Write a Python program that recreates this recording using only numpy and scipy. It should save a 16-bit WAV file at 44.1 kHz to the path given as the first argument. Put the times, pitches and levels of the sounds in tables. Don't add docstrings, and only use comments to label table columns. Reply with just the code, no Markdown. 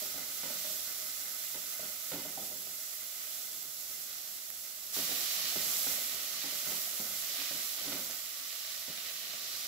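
import sys
import numpy as np
from scipy import signal
from scipy.fft import rfft, irfft
from scipy.io import wavfile
from scipy.ndimage import uniform_filter1d

SR = 44100
rng = np.random.default_rng(int(sys.argv[2]) if len(sys.argv) > 2 else 0)


def master(y):
    cut = np.clip(np.atleast_2d(y).T, -1, 1)
    pcm = np.round(cut * 32767)
    wavfile.write(sys.argv[1], SR, pcm.astype(np.int16))


N = 426447

# (time [s], hiss [dB], fizz [dB], crackle [dB])
SIZZLE_FADERS = [(0.0, -39, -51, -58), (0.3, -40, -53, -56), (0.65, -38.5, -50, -54), (0.94, -39, -54, -60),
                 (1.1, -39, -53.5, -56.5), (1.9, -40.5, -58.5, -58.5), (2.6, -41, -62, -59.5),
                 (3.23, -42, -60, -60), (3.34, -39.5, -56.5, -59), (3.5, -41.5, -56, -61.5),
                 (4.92, -43, -59, -59), (4.95, -35, -47, -49), (5.2, -36, -46, -47),
                 (5.36, -35.5, -42, -44.5), (5.49, -36.5, -44.5, -45), (5.66, -33, -48, -48),
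                 (5.93, -33.5, -49, -47), (6.36, -41, -47.5, -51.5), (6.7, -36.5, -49, -50.5),
                 (7.22, -38.5, -49.5, -52.5), (7.4, -39, -46.5, -47.5), (7.65, -38, -48, -51.5),
                 (8.16, -41, -50.5, -52), (8.46, -42, -49.5, -52), (9.45, -43, -48.5, -50),
                 (9.67, -41.5, -47, -49.5)]
# (frequency [Hz], gain [dB])
HISS_EQ = [(300, -42), (1000, -27), (2500, -18), (5000, -5.5), (8000, -0.5), (12000, -1.5), (16000, -1)]
# (frequency [Hz], gain [dB])
FIZZ_EQ = [(600, -31), (2000, -17.5), (4000, -0.5), (5600, 0.5), (7500, -4.5), (11000, -10), (16000, -20)]
# (frequency [Hz], gain [dB])
CRACKLE_EQ = [(150, -25), (500, -15.5), (1000, -23.5), (2000, -6), (3500, 2.5), (5000, -1.5), (9000, -18),
              (16000, -33)]
# (centre [Hz], width [Hz], bare bottom gain [dB], rice bed gain [dB])
AIR_MODES = [(590, 100, 20, -0.5), (654, 170, 20.5, 18), (1150, 92, 0.5, 16), (1280, 49, 13, 4),
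             (1560, 270, 4, 5), (1889, 57, -9, 11), (2048, 48, 11.5, 4.5), (2254, 110, 4, 4),
             (2460, 78, 1.5, 4), (2730, 110, 5, 0), (2980, 120, -4, 4), (3440, 110, 7.5, -3.5),
             (3960, 300, 0.5, 1), (4300, 160, 1, 0.5), (5680, 780, 1.5, 1.5), (7440, 360, 1.5, -5)]
# (frequency [Hz], gain [dB])
HUM_EQ = [(24, -38), (45, -4), (62, -4), (85, 1), (130, -9), (300, -11), (600, -12), (1200, -25.5)]
# (time [s], low rumble [dB], bright steel [dB])
SCRAPE_FADERS = [(0.0, -94, -86), (0.3, -97, -86.5), (0.8, -96, -84), (1.37, -101, -87), (1.96, -99, -85.5),
                 (2.4, -92.5, -90.5), (2.83, -102, -90.5), (3.39, -99, -90.5), (4.23, -103, -94),
                 (4.95, -99, -92), (5.14, -90, -87), (5.3, -95, -83), (5.66, -92.5, -83),
                 (6.19, -96, -86.5), (7.19, -93.5, -84.5), (7.65, -102, -87), (7.86, -88.5, -86),
                 (7.95, -88, -85), (8.08, -99, -86), (8.64, -105, -87.5), (9.1, -99, -89), (9.67, -98, -86)]
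# (time [s], ping of the struck spot [dB], its pitch [Hz], grate thud [dB], clack [dB])
SPOON_BLOWS = [(0.019, -50, 619, -63, -63), (0.058, -57, 620, -75, -66), (0.142, -49.5, 610, -71, -67),
               (0.18, -51, 630, -70, -66), (0.432, -53, 549, -64, -51), (0.454, -51, 544, -68, -57),
               (0.502, -49, 586, -59, -61), (0.646, -51, 620, -67, -66), (0.665, -48, 597, -68, -64),
               (0.7, -51, 625, -72, -66), (0.755, -55, 620, -77, -68), (1.025, -58, 620, -72, -67),
               (1.546, -54, 530, -62, -57), (1.794, -45, 620, -65, -61), (1.828, -55, 616, -62, -58),
               (2.117, -44, 541, -55, -51), (2.136, -46, 283, -55, -54), (2.178, -52, 310, -59, -58),
               (2.251, -49, 619, -60.5, -61), (2.375, -38.5, 730, -55.5, -63), (2.413, -62, 215, -73, -67),
               (2.513, -55, 610, -61, -64), (2.669, -58, 614, -69, -70), (3.269, -59, 624, -92, -71),
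               (4.964, -54, 377, -55, -51.5), (4.984, -45, 400, -57, -57), (5.091, -54, 598, -57, -63),
               (5.431, -59, 595, -68, -64), (5.558, -47, 616, -56, -51), (5.831, -54, 622, -79, -71),
               (5.867, -59, 296, -59, -52), (6.441, -50, 287, -68, -54), (6.519, -56, 590, -71, -59),
               (6.668, -53, 643, -60, -54.5), (6.718, -48, 387, -65, -55.5), (6.871, -50, 659, -83, -71),
               (6.995, -38, 192, -54, -57), (7.385, -54, 285, -76, -69), (7.508, -52, 585, -58, -59),
               (7.549, -48, 200, -60, -61), (7.876, -46, 283, -68, -59), (7.918, -48, 397, -55, -53),
               (7.989, -46, 207, -63, -58), (8.096, -53, 706, -68, -60), (8.88, -46, 456, -63, -61),
               (8.895, -46, 172, -67, -66), (9.334, -50, 650, -78, -69)]
# (frequency [Hz], gain [dB], t60 [s])
WALL_MODES = [(62.4, -6, 0.16), (79.7, -2, 0.15), (122, -4.5, 0.13), (171, -3, 0.18), (208.4, -3.5, 0.13),
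              (237, -3, 0.089), (283.7, -1, 0.14), (329, -2.5, 0.06), (382, -2.5, 0.14), (429.5, -9, 0.27),
              (485, -3.5, 0.081), (542, 0.5, 0.12), (580, -6, 0.095), (616, 2, 0.094), (692, -2, 0.065),
              (760, -0.5, 0.065), (820, -2.5, 0.028), (946, -1, 0.026), (1155, -13, 0.035),
              (1284, -6, 0.042), (1380, -8.5, 0.04), (1487, -2, 0.026), (1778, -8.5, 0.035),
              (2035, -8.5, 0.043), (2060, -2.5, 0.068), (2507, -12, 0.079)]
# (time [s], level [dB], pitch [Hz], left minus right [dB])
OIL_SPITS = [(4.5032, -22, 12200, -8), (7.418, -25.5, 5070, -4), (7.4404, -38, 5660, -12),
             (7.7874, -33, 3640, -8), (7.7974, -27, 7170, -4), (8.1044, -29, 6400, -5.0),
             (8.1118, -24, 6610, -3), (8.242, -33, 4980, -5.0)]
# (frequency [Hz], correlation [0-1])
STEREO_LIKENESS = [(60, 0.87), (290, 0.16), (640, 0.38), (1400, 0), (3100, 0.28), (7000, .0)]
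# (frequency [Hz], left [dB], right [dB])
MIC_EQ = [(58.3, -7, -3.5), (340, 1, 3.5), (603, -2, 3.5), (1240, 5.5, 8.5), (2090, 3, 6.5), (4500, 2, 6),
          (7910, -1.5, 4), (8540, -4.5, -5), (9950, -2.5, 1), (11430, 1, 7), (15800, -2, 5.5)]

HZ = np.maximum(np.fft.rfftfreq(N, 1 / SR), 1)
SEETHE_DB = 1.35
HUM_DB = -70
BRIGHT_HZ, CLACK_HZ = 1000, 800
CONTACT_MS, RATTLE_S = 0.92, 0.061
SPOT_OCTAVES = 0.17
SPLASH_DB, SPLASH_S = 2.5, 0.022
DAMP_FROM_S, DAMP_T60_SHARE = 4.4, 0.95
KITCHEN_T60_S, KITCHEN_DB = .35, -9
LEFT_LATE_US, TOP_HZ = 33, 15720


def undb(db):
    return 10 ** (np.asarray(db) / 20)


def unit(x):
    return x / np.sqrt(np.mean(x ** 2))


def fader(table, column):
    rows = np.array(table, float)
    return np.interp(np.arange(N) / SR, rows[:, 0], rows[:, column])


def along_hz(table, column=1):
    rows = np.array(table, float)
    return np.interp(np.log(HZ), np.log(rows[:, 0]), rows[:, column])


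def wander(per_s):
    hold = int(SR / per_s)
    steps = np.repeat(rng.standard_normal(N // hold + 1), hold)
    return unit(uniform_filter1d(uniform_filter1d(steps, hold), hold)[:N])


def wide_noise(envelope, colour):
    mid, side = rfft(envelope * rng.standard_normal((2, N))) * colour
    alike = np.clip(along_hz(STEREO_LIKENESS), 0, .99)
    mid, side = mid * np.sqrt(1 + alike), side * np.sqrt(1 - alike)
    return unit(irfft(np.array([mid + side, mid - side]), N))


def pot_air(column):
    return 1 + sum((undb(row[column]) - 1) / (1 + (2 * (HZ - row[0]) / row[1]) ** 2) for row in AIR_MODES)


def bubbles(eq, air, per_s, spread_db, tail_ms, flutter_db, flutter_hz):
    size_db = np.minimum(spread_db * rng.exponential(size=N), 8)
    pops = (rng.random(N) < per_s / SR) * undb(size_db)
    fade = np.exp(-1000 / (tail_ms * SR))
    envelope = np.sqrt(1 + signal.lfilter([1], [1, -fade], pops ** 2))
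    return wide_noise(envelope * undb(flutter_db * wander(flutter_hz)), air * undb(along_hz(eq)))


def sizzle():
    bare, bed = pot_air(column=2), pot_air(column=3)
    hiss = bubbles(HISS_EQ, bare, per_s=300, spread_db=1, tail_ms=.32, flutter_db=.5, flutter_hz=24)
    fizz = bubbles(FIZZ_EQ, bed, per_s=230, spread_db=.5, tail_ms=.38, flutter_db=.48, flutter_hz=22)
    crackle = bubbles(CRACKLE_EQ, bed, per_s=180, spread_db=3, tail_ms=.92, flutter_db=.5, flutter_hz=20)
    hiss_gain = undb(fader(SIZZLE_FADERS, 1) + 0.18 * wander(7))
    fizz_gain = undb(fader(SIZZLE_FADERS, 2) + SEETHE_DB * wander(8))
    crackle_gain = undb(fader(SIZZLE_FADERS, 3) + SEETHE_DB * wander(8))
    return hiss * hiss_gain + fizz * fizz_gain + crackle * np.hypot(crackle_gain, splash())


def hum():
    return wide_noise(undb(0.5 * wander(2.7)), undb(along_hz(HUM_EQ))) * undb(HUM_DB)


def scrape():
    judder = undb(2 * wander(25))
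    slips = unit((rng.random(N) < 3000 / SR) * judder)
    rumble = slips * undb(fader(SCRAPE_FADERS, 1) + 1.1 * wander(5))
    bright = slips * undb(fader(SCRAPE_FADERS, 2) + 0.53 * wander(6))
    return rumble, bright


def wall_ring(force, hz, t60):
    turn, split = np.exp(2j * np.pi * hz / SR), int(DAMP_FROM_S * SR)
    soft = np.exp(-1000 / (CONTACT_MS * SR))
    push = signal.lfilter([1 - soft], [1, -soft * turn], force)
    free_pole = turn * undb(-60 / (t60 * SR))
    damped_pole = turn * undb(-60 / (DAMP_T60_SHARE * t60 * SR))
    free, state = signal.lfilter([1], [1, -free_pole], push[:split], zi=[0j])
    damped, _ = signal.lfilter([1], [1, -damped_pole], push[split:], zi=state)
    return np.r_[free, damped].imag


def spoon():
    out = np.zeros(N)
    rumble, bright = scrape()
    time = np.arange(SR // 4) / SR
    bounces = rng.random((len(SPOON_BLOWS), len(time))) < 400 / SR
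    rattles = bounces * np.exp(-time / RATTLE_S)
    for hz, mode_db, t60 in WALL_MODES:
        force = (rumble if hz < BRIGHT_HZ else bright) * rng.standard_normal(N)
        for rattle, (start_s, ping_db, spot_hz, thud_db, clack_db) in zip(rattles, SPOON_BLOWS):
            ping = undb(ping_db - 23 * (np.log2(hz / spot_hz) / SPOT_OCTAVES) ** 2)
            thud = undb(thud_db - 4.4 * (np.log2(hz / 236) / 1.18) ** 2)
            clack = undb(clack_db - 7.1 * (hz < CLACK_HZ))
            blow = (.12 * ping + 0.39 * (thud + clack)) * rattle
            blow[0] = ping + thud + clack
            polarity = np.sign(rng.standard_normal(len(time)))
            at = int(start_s * SR)
            force[at:at + len(time)] += (blow * polarity)[:N - at]
        out += undb(mode_db) * wall_ring(force, hz, t60)
    return out


def splash():
    jolts = np.zeros(N)
    for start_s, *_, clack_db in SPOON_BLOWS:
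        jolts[int(start_s * SR)] = undb(clack_db + SPLASH_DB)
    return signal.lfilter([1], [1, -np.exp(-1 / (SPLASH_S * SR))], jolts)


def kitchen_reverb(sound):
    time = np.arange(N) / SR
    decay = undb(-60 * time / KITCHEN_T60_S) * (time > .004)
    tail = wide_noise(decay, colour=1)[:, :SR // 2] / np.sqrt(N)
    return sound + undb(KITCHEN_DB) * signal.fftconvolve(sound, tail, axes=1)[:, :N]


def oil_spits():
    out, time = np.zeros((2, N)), np.arange(400) / SR
    for start_s, db, hz, pan_db in OIL_SPITS:
        tick = np.sin(2 * np.pi * hz * time) * np.exp(-time * hz / 1.6)
        at = int(start_s * SR)
        out[:, at:at + len(time)] += undb(db + np.array([[pan_db], [-pan_db]]) / 2) * tick
    return out


def scene():
    return hum() + sizzle() + kitchen_reverb(spoon() + oil_spits())


def record(dry):
    colour = undb([along_hz(MIC_EQ, 1), along_hz(MIC_EQ, 2)]) / (1 + (32 / HZ) ** 4)
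    delay = np.exp(-2j * np.pi * HZ * np.array([[LEFT_LATE_US], [0]]) / 10 ** 6)
    heard = irfft(rfft(dry) * colour * delay, N)
    return signal.sosfilt(signal.ellip(16, .2, 75, TOP_HZ, fs=SR, output="sos"), heard)


dry = scene()
out = record(dry)
master(out)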